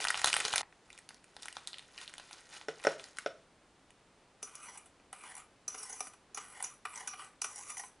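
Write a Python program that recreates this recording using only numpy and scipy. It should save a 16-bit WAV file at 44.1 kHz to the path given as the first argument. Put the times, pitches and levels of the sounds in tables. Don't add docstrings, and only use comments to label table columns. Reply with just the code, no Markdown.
import sys
import numpy as np
from scipy import signal
from scipy.fft import rfft, irfft
from scipy.io import wavfile
from scipy.ndimage import map_coordinates

SR = 44100
rng = np.random.default_rng(int(sys.argv[2]) if len(sys.argv) > 2 else 0)


def transcribe(u):
    v = np.clip(np.atleast_2d(u).T, -1, 1)
    q = np.round(v * 32767).astype(np.int16)
    wavfile.write(sys.argv[1], SR, q)


N = 352800


def amp(db):
    return 10 ** (np.asarray(db) / 20)

def unit(x):
    return x / np.sqrt(np.mean(x ** 2) + 1e-20)

def band(x, low_hz, high_hz):
    return signal.sosfilt(signal.butter(2, [low_hz, min(high_hz, SR / 2.2)], "band", fs=SR, output="sos"), x)

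def at_hz(table, hz):
    table_hz, values = np.transpose(table)
    return np.interp(np.log(hz), np.log(table_hz), values)

def coloured(x, spectrum):
    return irfft(rfft(x) * amp(at_hz(spectrum, np.fft.rfftfreq(N, 1 / SR) + 1)), N)

def drift(per_s):
    count = int(N / SR * per_s) + 2
    return np.interp(np.arange(N), np.linspace(0, N, count), rng.standard_normal(count))

def ring(force, hz, fade_s):
    decay, angle = amp(-60 / (fade_s * SR)), 2 * np.pi * hz / SR
    return signal.lfilter([.5, 0, -.5], [1, -2 * decay * np.cos(angle), decay * decay], force + 1e-18)

def grains(per_s, spread_db):
    sizes = amp(spread_db * np.minimum(rng.exponential(1, N), 4)) * rng.choice([-1, 1], N)
    return unit(sizes * (rng.random(N) < per_s / SR))

def blows(times, lengths_s):
    t = np.arange(1500) / SR
    bursts = rng.standard_normal((len(times), 1500)) * np.exp(-t / np.maximum(lengths_s, 5e-5)[:, None])
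    bursts /= np.linalg.norm(bursts, axis=1, keepdims=True)
    at = (np.round(times * SR).astype(int)[:, None] + np.arange(1500)).ravel()
    return lambda gains: np.bincount(at, (gains[:, None] * bursts).ravel(), N)[:N]

def trail(times, db, fade_s):
    kicks = np.bincount(np.round(times * SR).astype(int), amp(2 * db), N)
    return signal.lfilter([1], [1, -amp(-120 / (fade_s * SR))], kicks + 1e-18)


# (frequency [Hz], relative level [dB])
HUSH = [(12, -30), (20, -9), (91, -9), (177, -8), (271, -8), (555, -9.5), (634, -11), (744, -10.5),
        (920, -12.5), (2590, -19), (4660, -24), (10300, -29), (11500, -35.5), (15000, -73), (22000, -120)]
# (frequency [Hz], level against the shared part [dB])
HUSH_WIDTH = [(25, -6), (100, -21.5), (300, -23.5), (1000, -21.5), (10000, -4)]

def room_tone(level_db=-65.5):
    shared, side = (coloured(rng.standard_normal(N), HUSH) for _ in range(2))
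    return amp(level_db) / np.std(shared) * (shared + coloured(side, HUSH_WIDTH) * np.array([[1], [-1]]))


# (time [s], middle level [dB], low level [dB], high level [dB], middle pitch [Hz])
BAG_SNAPS = [(0.0034, -35, -38.5, -44, 2090), (0.0287, -31, -43, -45, 2750),
             (0.0422, -23.5, -35.5, -35, 2840), (0.0505, -33, -31, -36, 1670),
             (0.0708, -26, -37, -36, 2470), (0.084, -16.5, -40, -35.5, 5060), (0.104, -20, -38, -31, 1600),
             (0.1438, -25, -37.5, -50, 2600), (0.1543, -34, -43, -48, 2320),
             (0.1749, -21.5, -40, -39.5, 2770), (0.194, -32, -42, -40, 2280),
             (0.2163, -23.5, -39.5, -37.5, 2080), (0.2439, -12.5, -22.5, -24.5, 3410),
             (0.2586, -20.5, -37, -32, 2900), (0.2728, -18, -23, -31.5, 2830),
             (0.2817, -23, -38, -40, 2930), (0.3014, -28, -40, -43, 1870), (0.3295, -14.5, -35, -31, 2830),
             (0.3404, -14, -30, -28.5, 3060), (0.3662, -15.5, -31, -28.5, 2280),
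             (0.402, -21.5, -42, -32, 1600), (0.4059, -29, -32, -43, 2390), (0.4513, -18.5, -33, -38, 3230),
             (0.4811, -19.5, -33.5, -34, 5770), (0.5292, -21.5, -47, -40, 2900),
             (0.5372, -22, -29.5, -33, 2980), (0.5585, -15, -30, -23.5, 5770),
             (0.5802, -18, -39, -26, 2850), (0.6096, -35, -34, -55, 1600), (0.631, -52, -48, -70.5, 2090),
             (0.7258, -51, -58, -81, 1970), (0.9028, -39, -65, -58, 2100), (0.9288, -40, -64, -54, 3380),
             (0.9772, -40.5, -62, -55, 2870), (0.988, -46, -66, -51, 1750),
             (1.0899, -34.5, -49.5, -46, 5800), (1.107, -54, -55.5, -69, 1950),
             (1.1445, -43, -61, -55, 5390), (1.2424, -47.5, -65, -58.5, 1890),
             (1.3658, -33.5, -48, -53, 3530), (1.4234, -34, -58, -44, 5600), (1.431, -34, -59, -45, 3560),
             (1.4568, -39, -46.5, -43.5, 1670), (1.4831, -35, -54, -44, 2080),
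             (1.5267, -38, -61, -46.5, 3160), (1.5682, -30, -41, -52.5, 2700),
             (1.6732, -27.5, -49, -36.5, 3620), (1.7315, -33, -53, -62, 3170),
             (1.7426, -29.5, -60, -60, 2220), (1.7838, -33.5, -62, -50, 2780),
             (1.7934, -36, -63, -58, 2730), (1.9783, -32, -64, -59, 3470), (1.9857, -36.5, -60, -55, 2480),
             (2.0138, -37.5, -66, -49, 3210), (2.0776, -35, -58, -50, 3510), (2.0956, -54, -53, -57, 2080),
             (2.1386, -37, -61, -49, 1710), (2.1809, -33.5, -50, -46, 2630),
             (2.1978, -35.5, -47, -55, 3050), (2.3104, -42, -53.5, -54, 1730),
             (2.3301, -36.5, -61, -51, 5000), (2.5405, -45, -51, -68, 2560), (2.5656, -40, -58, -61, 3140),
             (2.613, -37.5, -45.5, -68, 2230), (2.799, -40, -56, -64, 1960), (2.8396, -29, -48, -52, 2070),
             (2.9964, -34, -54, -57, 3080), (3.0405, -32, -60, -52, 5750), (3.1703, -39, -48.5, -53, 3210),
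             (3.1854, -28, -49, -39.5, 1840), (3.9056, -58, -60.5, -62, 1600)]
# (time [s], level [dB])
BAG_RUSTLE = [
    [(0.0, -32), (0.12, -45.5), (0.24, -35.5), (0.45, -33.5), (0.61, -36.5)],
    [(0.62, -76), (0.86, -69), (0.92, -57), (1.05, -68), (1.33, -65), (1.45, -51.5), (1.65, -55.5),
     (1.9, -57), (1.99, -50.5), (2.2, -54), (2.25, -57), (2.34, -49), (2.43, -57.5), (2.57, -47.5),
     (2.67, -65.5), (2.85, -42), (3.0, -53), (3.15, -56.5), (3.45, -69.5)],
]
# (frequency [Hz], relative level [dB])
PLASTIC_TONE = [(88, -45.5), (150, -19), (497, -0.5), (554, -15), (1210, 0), (3350, -5), (7040, -5.5),
                (9770, -24.5), (10900, -3), (11500, -16.5), (15000, -51), (22000, -120)]
CLOSE_ENDS_S = .617

def bag():
    rustle_db = np.interp(np.arange(N) / SR, *np.vstack(BAG_RUSTLE).T)
    snaps = crease_snaps(rustle_db)
    return snaps + amp(-48.5) * tiny_creases(rustle_db) * (np.arange(N) < 3.45 * SR)

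def crease_snaps(rustle_db, extra=220, pitch_width=1.36):
    big_s, *big_db, big_hz = np.transpose(BAG_SNAPS)
    small_s = rng.uniform(0, 3.3, extra)
    scatter_db = 5.5 * rng.standard_normal((extra, 3))
    small_db = rustle_db[(small_s * SR).astype(int), None] + scatter_db - [9, 16, 16]
    times = np.r_[big_s, small_s]
    mid_db, low_db, high_db = np.c_[big_db, small_db.T]
    play = blows(times, .0008 * amp(3 * rng.standard_normal(len(times))))
    pitch_hz = np.r_[big_hz, np.exp(rng.uniform(*np.log([1820, 5580]), extra))]
    centres_hz = np.geomspace(1700, 5600, 8)
    nearest = np.abs(np.log(pitch_hz[:, None] / centres_hz)).argmin(axis=1)
    middle = 0
    for k, hz in enumerate(centres_hz):
        bursts = play(amp(mid_db + 31.5) * (nearest == k) * np.sqrt(300 / hz))
        middle += band(bursts, hz / pitch_width, hz * pitch_width)
    low = band(play(amp(low_db + 34)), 684, 2140)
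    high = band(play(amp(high_db + 29.5)), 8200, 22000)
    air_puff = band(play(amp(low_db + 20.5)), 25, 210)
    return low + middle + high + air_puff

def tiny_creases(rustle_db, fade_s=.2):
    snap_s, mid_db, _, high_db, _ = np.transpose(BAG_SNAPS)
    knock_s, knock_db = np.transpose(COUNTER_KNOCKS)[:2]
    close = snap_s < CLOSE_ENDS_S
    powers = []
    for settle_db, jolt_db in ((mid_db - 16, -17), (high_db - 5.5, -28)):   # below, then above 4 kHz
        settling = np.where(np.arange(N) < CLOSE_ENDS_S * SR,
                            trail(snap_s[close], settle_db[close], fade_s),
                            trail(snap_s[~close], settle_db[~close], fade_s))
        powers.append(amp(2 * rustle_db) + settling + trail(knock_s, knock_db + jolt_db, fade_s))
    clicks = grains(2500 * amp(6.5 * drift(50)), spread_db=2.5)
    note_of_click = rng.integers(0, 14, N)
    swarm = 0
    for k, hz in enumerate(np.geomspace(400, 10500, 14)):
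        note = unit(ring(clicks * (note_of_click == k), hz, 9.4 / hz))
        swarm += note * amp(at_hz(PLASTIC_TONE, hz)) * np.sqrt(hz * powers[int(hz > 4000)])
    return swarm


# (frequency [Hz], fade time [s])
ECHO_FADES = [(200, 0.37), (1000, 0.34), (4000, 0.31), (10000, 0.28)]

def kitchen_echo(x, nearby_fade_s=.028):
    t, tail = np.arange(SR // 2) / SR, 0
    for low_hz in 100 * 2. ** np.arange(7):
        noise = band(rng.standard_normal((2, len(t))), low_hz, 2 * low_hz)
        tail += noise * amp(-60 * t / at_hz(ECHO_FADES, low_hz * np.sqrt(2))) * (t > .004)
    nearby = band(rng.standard_normal((2, len(t))), 900, 16000) * amp(-60 * t / nearby_fade_s) * (t > .001)
    shared, side = amp(-11.5) * tail / np.linalg.norm(tail[0]) + amp(-8.5) * nearby / np.linalg.norm(nearby[0])
    side = amp(-26.5) * band(side, 2500, 14000) + amp(-37) * side
    echo = shared + side * np.array([[1], [-1]])
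    close = np.arange(N) < CLOSE_ENDS_S * SR
    early, later = (signal.fftconvolve((x * part)[None], echo)[:, :N] for part in (close, ~close))
    return early * close + later


# (time [s], level [dB], hardness [dB], weight [dB], push length [s])
COUNTER_KNOCKS = [(2.684, -21.5, -12.5, -7, 0.00092), (2.849, -20.5, -8.5, -23, 0.00082),
                  (2.869, -15, -7, -5, 0.00064), (3.261, -24, -7.5, -6.5, 0.00072)]
# (pitch [Hz], level [dB], fade time [s])
COUNTER_NOTES = [(158.5, -26.5, 0.25), (273, -36, 0.057), (440, 3, 0.047), (499, -3.5, 0.029),
                 (553, 0, 0.026), (704, -6.5, 0.031), (760, -9, 0.024), (1300, -2.5, 0.023),
                 (1485, -1, 0.021), (1870, -1, 0.012), (2090, -5, 0.022), (2600, -6, 0.0066),
                 (3480, -8, 0.0091), (5500, -2, 0.0076)]

def counter():
    times, level_db, hard_db, weight_db, push_s = np.transpose(COUNTER_KNOCKS)
    steps = np.arange(200)
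    at = (np.round(times * SR).astype(int)[:, None] + steps).ravel()
    push = np.sin(np.pi * np.clip(steps / (push_s[:, None] * SR), 0, 1)) + 1e-9
    push /= push.sum(axis=1, keepdims=True)
    edge = steps == np.argmax(push, axis=1)[:, None]
    scatter_db = 3.46 * rng.standard_normal((len(times), len(COUNTER_NOTES)))
    wood = 0
    for k, (hz, db, fade_s) in enumerate(COUNTER_NOTES):
        strength_db = level_db + db + hard_db * (hz > 1000) + weight_db * (hz < 500) + scatter_db[:, k]
        hits = amp(strength_db)[:, None] * (edge if hz > 1000 else push)
        wood += ring(np.bincount(at, hits.ravel(), N), hz, fade_s) * (-1) ** k
    return signal.sosfilt(signal.butter(4, 170, "high", fs=SR, output="sos"), wood)


# (first touch [s], hardest press [s], lift [s], pan body [dB], wire ring [dB], wire tips [dB])
WHISK_STROKES = [(4.421, 4.68, 4.78, -53, -66.5, -54.5), (5.148, 5.277, 5.4, -52, -74.5, -55.5),
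                 (5.679, 5.937, 6.06, -53.5, -58, -50.5), (6.354, 6.59, 6.7, -51.5, -69, -55.5),
                 (6.85, 6.96, 7.07, -50.5, -66.5, -53.5), (7.128, 7.22, 7.26, -51.5, -74, -58),
                 (7.417, 7.704, 7.85, -53, -56, -47)]

def stroke_power(touch_db=-6.5, lift_db=-4.5, release_db_per_s=254):
    t, power = np.arange(N) / SR, 0
    for touch_s, hardest_s, lift_s, *db in WHISK_STROKES:
        press_db = np.interp(t, [touch_s, hardest_s, lift_s], [touch_db, 0, lift_db])
        press_db -= release_db_per_s * np.maximum(t - lift_s, 0)
        power += amp(2 * np.array(db))[:, None] * amp(2 * press_db) * (t > touch_s)
    return power


FLOOR_CROSSINGS = [4.72, 5.31, 5.899, 6.579, 7.01, 7.56, 7.798]
# (pitch at the wall [Hz], drop on the floor [fraction])
FAVOURED_PITCHES = [(1220, 0.31), (2450, .18)]

def contact_gain(hz, range_db=10, width=.14, half_crossing_s=.059):
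    t = np.arange(0, N, 64) / SR
    on_floor = np.minimum(sum(np.exp(-((t - s) / half_crossing_s) ** 2) for s in FLOOR_CROSSINGS), 1)
    closeness = sum(np.exp(-(np.log(hz / (wall_hz * (1 - drop * on_floor))) / width) ** 2)
                    for wall_hz, drop in FAVOURED_PITCHES)
    return amp(np.interp(np.arange(N) / SR, t, range_db * (closeness - .5)))


# (time [s], pan body [dB], wire ring [dB], wire tips [dB], low thump [dB])
WHISK_TAPS = [(4.428, -40.5, -36, -34, -51.5), (4.553, -47, -43, -41.5, -66), (4.685, -40.5, -69, -65, -69),
              (4.774, -45.5, -57, -41, -72), (4.858, -51, -72, -54.5, -70), (4.998, -53, -78, -79, -56.5),
              (5.128, -33.5, -56, -42, -54), (5.237, -46, -61, -53, -63), (5.352, -50, -57, -42.5, -76),
              (5.366, -47, -59, -40, -74), (5.377, -42.5, -58.5, -45, -71), (5.679, -38, -34, -36.5, -51.5),
              (5.743, -36.5, -47.5, -56, -49.5), (5.778, -59, -44, -52, -59), (5.83, -44, -45, -39.5, -63),
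              (5.896, -45, -45, -41, -57), (5.927, -41, -42, -46, -55.5), (6.005, -30, -34.5, -34, -45.5),
              (6.069, -41.5, -52, -47, -54.5), (6.134, -46.5, -65, -57, -69), (6.346, -43, -37, -43, -61),
              (6.373, -29.5, -39.5, -40, -47), (6.604, -37, -61, -46.5, -66), (6.625, -37, -51, -31.5, -63),
              (6.638, -34, -36, -37, -55.5), (6.852, -26, -56, -43, -56.5), (6.956, -41.5, -48, -44.5, -67),
              (6.974, -47, -46, -45, -63), (7.074, -30, -38.5, -34, -60), (7.134, -35, -71, -61, -70),
              (7.193, -35, -67, -54, -59), (7.245, -43, -61, -47.5, -73), (7.418, -34, -29.5, -33, -57.5),
              (7.443, -27.5, -39.5, -35.5, -49), (7.511, -49, -55, -48, -62), (7.559, -44, -43, -43, -63),
              (7.578, -44, -45, -42, -55), (7.701, -40.5, -50, -38, -71), (7.769, -36, -50, -46, -70),
              (7.778, -45, -41, -40, -72), (7.794, -35, -41.5, -41, -76), (7.836, -39.5, -70, -60, -66)]
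# (pitch [Hz], width [Hz], level [dB])
STEEL_NOTES = [(262.6, 19, -15.5), (424, 33, -8), (607, 76, -5.5), (759, 49, -3), (989, 130, -3),
               (1208, 57.4, -5), (1500, 170, -3.5), (1745, 120, -4), (2004, 162, -5), (2353, 262, -3),
               (2930, 250, -5), (3440, 226, -4), (4000, 31, -33), (4510, 72, -26.5), (5236, 180, -5),
               (5660, 63, -6.5), (5916, 79, 3.5), (6146, 44, -5.5), (6637, 116, -2), (6776, 46, -10),
               (7150, 194, -6.5), (7990, 230, -2.5), (9010, 130, -9.5), (9270, 150, -11.5), (10280, 370, 4),
               (10400, 180, -12), (10780, 310, 3)]
# (low edge [Hz], high edge [Hz], level [dB])
CONTACT_NOISE = [(690, 6600, 17), (3140, 6200, -7), (7350, 27000, 10.5)]
TAP_DB, CHATTER_DB = (-5, 1.1, 3, 11), (-9.5, -14, -15, -7)
SLIDE_NOISE_DB = (-1, -1, -8)

def whisk(first_tap_s=.0026, tap_s=.0041, chatter_fade_s=.15):
    times, *tap_db = np.transpose(WHISK_TAPS)
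    tap_db = [db + boost_db for db, boost_db in zip(tap_db, TAP_DB)]
    lengths_s = np.where(np.diff(times, prepend=0) > .2, first_tap_s, tap_s)
    play = blows(times, lengths_s * amp(6 * rng.standard_normal(len(times))))
    taps = [play(amp(db)) for db in tap_db]
    friction = unit(grains(2500 * amp(5.9 * drift(30)), spread_db=4.6) + .43 * rng.standard_normal(N))
    slides = [friction * amp(-21) * np.sqrt(power + trail(times, db + chatter_db, chatter_fade_s))
              for power, db, chatter_db in zip(stroke_power()[[0, 1, 2, 0]], tap_db, CHATTER_DB)]
    steady, sliding_wires = 0, 0
    for k, (hz, width_hz, db) in enumerate(STEEL_NOTES):
        part = 3 if hz < 650 else np.searchsorted((3600, 7000), hz)
        is_wire = part in (1, 2)
        fade_s = np.log(1000) / (np.pi * width_hz)
        gain = amp(db) * (-1) ** k
        contact = 1 if is_wire else contact_gain(hz)
        steady += gain * ring(taps[part] * contact, hz, fade_s)
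        flicker = amp((5 if is_wire else 3) * drift(18))
        scrape = gain * ring(slides[part] * contact * flicker, hz, fade_s)
        if is_wire:
            sliding_wires += scrape
        else:
            steady += scrape * amp(-9 * (hz < 900))
    shift = signal.lfilter([1], [1, -.9998], .025 * drift(16))
    steel = steady + map_coordinates(sliding_wires, [np.arange(N) + shift], order=3)
    for part, (low_hz, high_hz, db) in enumerate(CONTACT_NOISE):
        steel += amp(db) * band(taps[part] + amp(SLIDE_NOISE_DB[part]) * slides[part], low_hz, high_hz)
    return steel


def scene():
    direct = bag() + counter() + whisk()
    return direct + kitchen_echo(direct) + room_tone()

def record(dry, top_hz=11030, cutoff_hz=11978):
    dulled = signal.sosfilt(signal.cheby1(6, .5, top_hz, fs=SR, output="sos"), dry)
    return signal.sosfilt(signal.cheby2(12, 60, cutoff_hz, fs=SR, output="sos"), dulled)


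dry = scene()
out = record(dry)
transcribe(out)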